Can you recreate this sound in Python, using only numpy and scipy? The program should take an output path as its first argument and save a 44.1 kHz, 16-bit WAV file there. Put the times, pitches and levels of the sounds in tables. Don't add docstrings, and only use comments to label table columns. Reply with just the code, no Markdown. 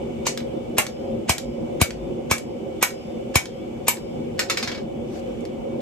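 import sys
import numpy as np
from scipy import signal
from scipy.fft import rfft, irfft, next_fast_len
from scipy.io import wavfile
from scipy.ndimage import uniform_filter1d, map_coordinates

SR = 44100
rng = np.random.default_rng(int(sys.argv[2]) if len(sys.argv) > 2 else 0)


def decibels_to_gain(level_db):
    exponent = np.asarray(level_db, float) / 20
    return 10 ** exponent


def int16_out(signal):
    q = np.round(np.clip(np.atleast_2d(signal).T, -1, 1) * 32767)
    wavfile.write(sys.argv[1], SR, q.astype(np.int16))


N = 256220

# (time [s], peak [dB], stand thump [dB], bright ring [dB], anvil note [dB])
BLOWS = [
    (0.2671, -15, -54, -40, -17.5),
    (0.7832, -5.5, -32, -3, -16),
    (1.294, -6, -18.5, -7, -14.5),
    (1.814, -5.5, -10.5, -2, -12.5),
    (2.3121, -8, -19.5, -7.5, -10.5),
    (2.8266, -5, -60, -3, -15.5),
    (3.3557, -4.5, -16, -3, -11.5),
    (3.8819, -5, -75, -2, -16.5),
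]
# (time [s], peak [dB], bright ring [dB], upper tick [dB])
DROPS = [(0.3755, -20, -21, -3), (0.4042, -28, -36, -34), (0.8668, -21.5, -39, -0.5), (1.3822, -19, -15, 4),
         (1.907, -20.5, -62, -7), (2.382, -27.5, -25, 10), (2.906, -28, -34, -3), (3.4566, -22, -36, -5),
         (3.9708, -27, -30, -15), (5.408, -60, -40, 17), (5.453, -32.5, -41, -4.5),
         (5.8054, -39, -29.5, -16)]
# (time [s], peak [dB])
BOUNCES = [
    (4.3924, -12),
    (4.4984, -9.5),
    (4.5721, -12.5),
    (4.6273, -14),
    (4.6748, -16),
    (4.7161, -21.5),
    (4.7476, -25.5),
    (4.7774, -31),
    (4.8058, -51),
]
# (frequency [Hz], level [dB], time to fall 60 dB [s])
ANVIL_NOTE = [(2255, 0, .19), (2328, -4, .15)]
# (frequency [Hz], level [dB], time to fall 60 dB [s])
ANVIL_OVERTONES = [(1566, 0, .12), (1920, -2, .08), (2650, 3, .08), (3090, -2, .15), (4107, -1, .14),
                   (5080, -1, .18), (5620, -4, .14), (6105, 0, .18), (6685, -1, .17), (8020, -3, .13)]
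# (frequency [Hz], level [dB], time to fall 60 dB [s])
HAMMER_HEAD = [(8823, 0, .11), (9090, -8, .09), (11700, -17, .08), (12752, -4, .12), (13300, -19, .08),
               (14550, -16, .08)]
# (frequency [Hz], level [dB], time to fall 60 dB [s])
IRON_BAR = [(540, -6, .02), (720, -7, .02), (960, -3, .02), (1040, 0, .025), (1130, -4, .02)]
# (frequency [Hz], level [dB], time to fall 60 dB [s])
FACE_CLICK = [(5340, -4, 0.0062), (7320, 0.5, 0.0076), (11470, -1, 0.0036), (15400, -24, .005)]
# (frequency [Hz], level [dB], time to fall 60 dB [s])
HORN = [(5090, 0, .8), (5160, -3, .5), (3600, -4, .7)]
# (frequency [Hz], level [dB per Hz])
CRACK = [(250, -24), (600, -4.5), (1100, -4.5), (1800, -2), (3000, -2.5), (4500, -10), (6500, -4.5),
         (8800, -7.5), (11000, -12.5), (13000, -14), (15600, -22), (16600, -45)]
# (frequency [Hz], level [dB per Hz])
TICK = [(500, -16.5), (1000, -12.5), (1700, -8), (3000, -10.5), (4200, -8), (5300, -7), (6800, -9.5),
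        (8800, -15), (11000, -18.5), (13000, -23), (15600, -35), (16600, -55)]
# (frequency [Hz], side over mid [dB])
ANVIL_WIDTH = [(200, 1), (500, 2), (770, 0.5), (1170, -2), (2700, 0), (4200, 1), (8000, -2)]
# (frequency [Hz], time to fall 60 dB [s])
WORKSHOP = [(200, 0.4), (1000, 0.21), (3000, 0.17), (8000, 0.19), (14000, 0.12)]
# (time [s], level [dB], length [s])
SWAYS = [(0.51, -54, 0.14), (0.687, -42, .1), (1.481, -34, 0.069), (1.984, -33, .16), (5.32, -42, 0.23)]
# (frequency [Hz], level [dB per Hz])
ROAR = [(15, -69.5), (25, -33), (48, -16.5), (151, -8.5), (189, -13), (232, -1), (285, -15.5), (316, -5),
        (422, -16), (555, -7), (659, -21.5), (718, -14), (1500, -47), (1950, -81), (3300, -120)]
# (frequency [Hz], level [dB per Hz])
HISS = [(700, -9.5), (1200, -4), (1800, -12.5), (2310, -2), (2970, -7), (3650, -15.5), (3800, -16),
        (7700, -17.5), (9300, -20.5), (11000, -26.5), (13000, -28.5), (15700, -28), (15850, -68)]
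# (frequency [Hz], width [Hz], boost [dB])
DUCT = [(239, 8.7, 4.5), (356.3, 20, 5.5), (394, 26.5, 10.5), (488, 48, 6.5), (537.5, 9.2, 10.5),
        (2264, 30, 11), (2420, 130, -4), (2980, 88, 10.5), (3185, 16.5, 15), (3416, 31, 14.5),
        (3576, 16, 18.5)]
# (time [s], level [dB])
ROAR_LEVEL = [(0.0, -36.5), (0.39, -37.5), (0.58, -36), (0.97, -38.5), (1.16, -33.5), (1.33, -40.5),
              (1.7, -34.5), (1.83, -36.5), (2.22, -36), (3.03, -39.5), (3.15, -38.5), (3.48, -38.5),
              (4.53, -36), (5.47, -37.5), (5.81, -34.5)]
# (frequency [Hz], likeness [-1 to 1])
LIKENESS = [(40, 1), (92, 0.39), (210, 0.86), (330, 0.57), (500, -0.18), (770, -0.24), (1170, -0.034),
            (2700, -0.043), (8000, 0.021)]


def anvil():
    pre = SR // 40
    t = (np.arange(SR * 3 // 5) - pre) / SR
    short = t[:SR // 4]
    near, far = np.zeros((2, 2, N + SR))

    for s, db, thump_db, bright_db, note_db in BLOWS:
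        start = round(s * SR) - pre
        near[:, start:start + len(short)] += decibels_to_gain(db) * blow(short, db, thump_db, bright_db, note_db)
        stand_and_horn = np.array([decibels_to_gain(thump_db + 16) * thump(t), decibels_to_gain(-37.5) * ring(HORN, t, 1.6)])
        far[:, start:start + len(t)] += decibels_to_gain(db) * stand_and_horn

    for s, db, bright_db, upper_db in DROPS:
        start = round(s * SR) - pre
        sound = tap(short, bright_db, upper_db, ring_db=-3.5, clang_db=-6.5, snap_db=17.5, t60=0.019,
                    overtones_db=-19)
        near[:, start:start + len(short)] += decibels_to_gain(db) * sound

    for k, (s, db) in enumerate(BOUNCES):
        start = round(s * SR) - pre
        sound = tap(short, -13 - 3.5 * k, -4 - 2 * k, ring_db=2.5, clang_db=-0.3, snap_db=7, t60=0.031,
                    overtones_db=-16)
        near[:, start:start + len(short)] += decibels_to_gain(db) * sound

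    near, (stand, horn) = near[:, :N], far[:, :N]
    mid = near[0] + stand + 0.22 * horn
    side = filtered(near[1], lambda hz: 1j * decibels_to_gain(along(ANVIL_WIDTH, hz))) + 0.29 * stand + horn
    return np.array([mid + side, mid - side])


def blow(t, db, thump_db, bright_db, note_db):
    body_lag_s, body_below_hz = 0.00144, 2860
    snap_db = 17 + 0.11 * thump_db - 0.011 * bright_db
    clank_db = -7.5 - db + 0.079 * bright_db + 0.033 * thump_db + 0.46 * note_db
    upper_db = -0.66 - 0.24 * bright_db
    top_db = 4.5 - 0.96 * (snap_db - 15) + 0.45 * bright_db
    faint_lead_db = -17.5 - 0.37 * db

    note = ring(ANVIL_NOTE, t - body_lag_s, 0) + decibels_to_gain(-15) * ring(ANVIL_OVERTONES, t, 1.0)
    steel = decibels_to_gain(note_db) * note
    steel += decibels_to_gain(bright_db - 9.0) * ring(HAMMER_HEAD, t, 0.22)
    steel += decibels_to_gain(clank_db) * ring(IRON_BAR, t - body_lag_s, 0.16)
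    steel += decibels_to_gain(-4.5) * ring(FACE_CLICK, t, 1.2)

    def colour(hz):
        late = np.exp(-2j * np.pi * body_lag_s * body_below_hz * np.arctan(hz / body_below_hz))
        return shelf(hz, 3100, upper_db) * shelf(hz, 9500, top_db) * late

    crack = decibels_to_gain(-9.5) * burst(CRACK, t, 0.019, snap_db, clang_db=-16.5, lead_db=faint_lead_db)
    return heard(filtered(crack, colour), steel, wet_db=4.5)


def tap(t, bright_db, upper_db, ring_db, clang_db, snap_db, t60, overtones_db):
    note = ring(ANVIL_NOTE, t, 0.76) + decibels_to_gain(overtones_db) * ring(ANVIL_OVERTONES, t, 0.69)
    steel = decibels_to_gain(ring_db - 19.5) * note
    steel += decibels_to_gain(bright_db - 4) * ring(HAMMER_HEAD, t, 0.86)
    steel += decibels_to_gain(-26 + upper_db) * ring(FACE_CLICK, t, 1.5)
    tick = decibels_to_gain(-4.5) * burst(TICK, t, t60, snap_db, clang_db - 13.5, lead_db=-27)
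    tick = filtered(tick, lambda hz: shelf(hz, 5800, upper_db))
    return heard(tick, steel, wet_db=clang_db)


def ring(modes, t, scatter_db):
    hz, db, t60 = np.transpose(modes)[:, :, None]
    chance = rng.random((3, len(modes), 1))
    flutter = 1 + .4 * np.sin(2 * np.pi * ((60 + 120 * chance[1]) * t + chance[2]))
    level = decibels_to_gain(db + scatter_db * (8.6 * chance[0] - 6) - 60 * t / t60)
    return np.sum(level * flutter * np.sin(2 * np.pi * hz * t), 0) * (t > 0)


def burst(spectrum, t, t60, snap_db, clang_db, lead_db):
    noise = rng.standard_normal(len(t))
    dull = uniform_filter1d(uniform_filter1d(noise, size=3), size=3)
    lead_in = 1.15 * dull * decibels_to_gain(lead_db - 33 * (t / 0.019) ** 4)
    after = noise * (decibels_to_gain(-60 * t / t60) + decibels_to_gain(clang_db - 60 * t / 0.16))
    snap = decibels_to_gain(snap_db) * (t == 0)
    return filtered(np.where(t > 0, after, lead_in) + snap, lambda hz: unit(decibels_to_gain(along(spectrum, hz))))


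def thump(t):
    t = np.maximum(t - .003, 0)
    cycles = 72 * t + .6 * (1 - np.exp(-t / .003))
    return np.sin(2 * np.pi * cycles) * decibels_to_gain(-60 * t / 0.055) * (1 - np.exp(-t / 0.00176))


def heard(x, steel, wet_db):
    hz, t, z = signal.stft(rng.standard_normal((2, SR // 4)), SR, nperseg=256)
    tail = signal.istft(z * decibels_to_gain(-60 * t / along(WORKSHOP, hz)[:, None]), SR, nperseg=256)[1]
    tail = tail / np.linalg.norm(tail[0])
    sent = np.pad(x + steel / 10, (90, 0))
    wet = signal.fftconvolve(sent[None], tail, axes=1)[:, :len(x)]
    return (x + steel) * decibels_to_gain([[0], [-3]]) + decibels_to_gain(wet_db) * wet


def scrape():
    start_s, hold_s, rise_db_per_s, fall_db_per_s = 5.134, .062, 190, 540
    t = np.arange(N) / SR - start_s
    swell_db = np.minimum(0, rise_db_per_s * t)
    stop_db = np.maximum(0, fall_db_per_s * (t - hold_s))
    level_db = -50 + swell_db - stop_db
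    return decibels_to_gain(level_db + 1.1 * wobble(90)) * rush(lambda hz: decibels_to_gain(along(TICK, hz)), patchy_db=2)


def tripod():
    t = np.arange(N) / SR
    swell = sum(decibels_to_gain(db) * np.exp(-(2 * (t - s) / length) ** 4) for s, db, length in SWAYS)
    return swell * np.sin(2 * np.pi * 52 * t)


def blower():
    def duct(hz):
        return decibels_to_gain(sum(db / (1 + (2 * (hz - c) / w) ** 2) for c, w, db in DUCT))

    level_db = np.interp(np.arange(N) / SR, *np.transpose(ROAR_LEVEL))
    roar = rush(lambda hz: decibels_to_gain(along(ROAR, hz)) * duct(hz), patchy_db=1.54)
    roar = decibels_to_gain(level_db + 8.5 + 0.43 * wobble(11)) * roar
    hiss = rush(lambda hz: decibels_to_gain(along(HISS, hz)) * duct(hz), patchy_db=0.9)
    hiss = decibels_to_gain(-48.5 + 0.83 * wobble(3.76)) * hiss
    return roar + hiss


def rush(gain, patchy_db):
    z = signal.stft(rng.standard_normal((2, N)), nperseg=512)[2]
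    field = uniform_filter1d(rng.standard_normal(z.shape[1:]), 4, 0)
    field = uniform_filter1d(field, 10, 1)
    pair = signal.istft(z * decibels_to_gain(patchy_db * unit(field)), nperseg=512)[1][:, :N]

    def share(hz):
        turn = np.arccos(np.clip(along(LIKENESS, hz), -1, 1)) / 2
        return gain(hz) * [np.cos(turn), np.sin(turn)]

    mid, side = filtered(pair, share)
    return unit(np.array([mid + side, mid - side]))


def wobble(rate):
    knots = rng.standard_normal(int(N * rate / SR) + 4)
    return map_coordinates(knots, [np.arange(N) * rate / SR])


def filtered(x, response):
    m = next_fast_len(x.shape[-1] + 4096)
    return irfft(rfft(x, m) * response(np.fft.rfftfreq(m, 1 / SR)), m)[..., :x.shape[-1]]


def shelf(hz, edge_hz, db):
    return decibels_to_gain(db / (1 + (edge_hz / (hz + 1)) ** 6))


def along(points, hz):
    f, v = np.transpose(points)
    return np.interp(np.log(hz + 1), np.log(f + 1), v)


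def unit(x):
    return x / np.sqrt(np.mean(x ** 2) + 1e-20)


def scene():
    return anvil() + scrape() + tripod() + blower()


def treble(x):
    def over(hz, edge_hz):
        return .5 + .5 * np.tanh((hz - edge_hz) / 60)

    def whole(hz):
        return (over(hz, 8300) - .4 * over(hz, 13900) - .6 * over(hz, 16500)) * np.array([[.7], [.7j]])

    def thinned(hz):
        turn = np.pi / 2 * (hz - 7000) / 2500
        share = over(hz, 8300) * np.abs([np.cos(turn), np.sin(turn)]) * [[1], [1j]]
        mid_kept = 1 - over(hz, 9000) + over(hz, 10250) - over(hz, 13750)
        side_kept = 1 - over(hz, 11000) + over(hz, 12600) - over(hz, 15750)
        return share * [mid_kept, side_kept]

    left = x[[0, 0]]
    full, thin = filtered(left, whole), filtered(left, thinned)
    power = np.sum(full ** 2, 0)
    quick, slow = (np.abs(uniform_filter1d(power, size)) for size in (128, 2048))
    jump = (quick > 2.7 * slow) * (quick > 1.6 * np.roll(quick, 200))
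    attack = uniform_filter1d(1. * jump, size=96)
    mid, side = thin + attack * (full - thin)
    return filtered(x, lambda hz: 1 - over(hz, 8300)) + np.array([mid + side, mid - side])


def roll_off(x):
    return signal.sosfilt(signal.butter(12, 16650, fs=SR, output="sos"), x)


def record(dry):
    dry = signal.lfilter(*signal.butter(2, 28, "high", fs=SR), dry)
    power = np.mean(dry ** 2, 0)
    for lag_s in (0.06, 0.025):
        hold = np.exp(-1 / (lag_s * SR))
        power = signal.lfilter([1 - hold], [1, -hold], power)
    ducked = dry * (1 + power / decibels_to_gain(-24) ** 2) ** -.35
    limited = ducked / (1 + ducked ** 4) ** .25
    return roll_off(treble(limited))


dry = scene()
out = record(dry)
int16_out(out)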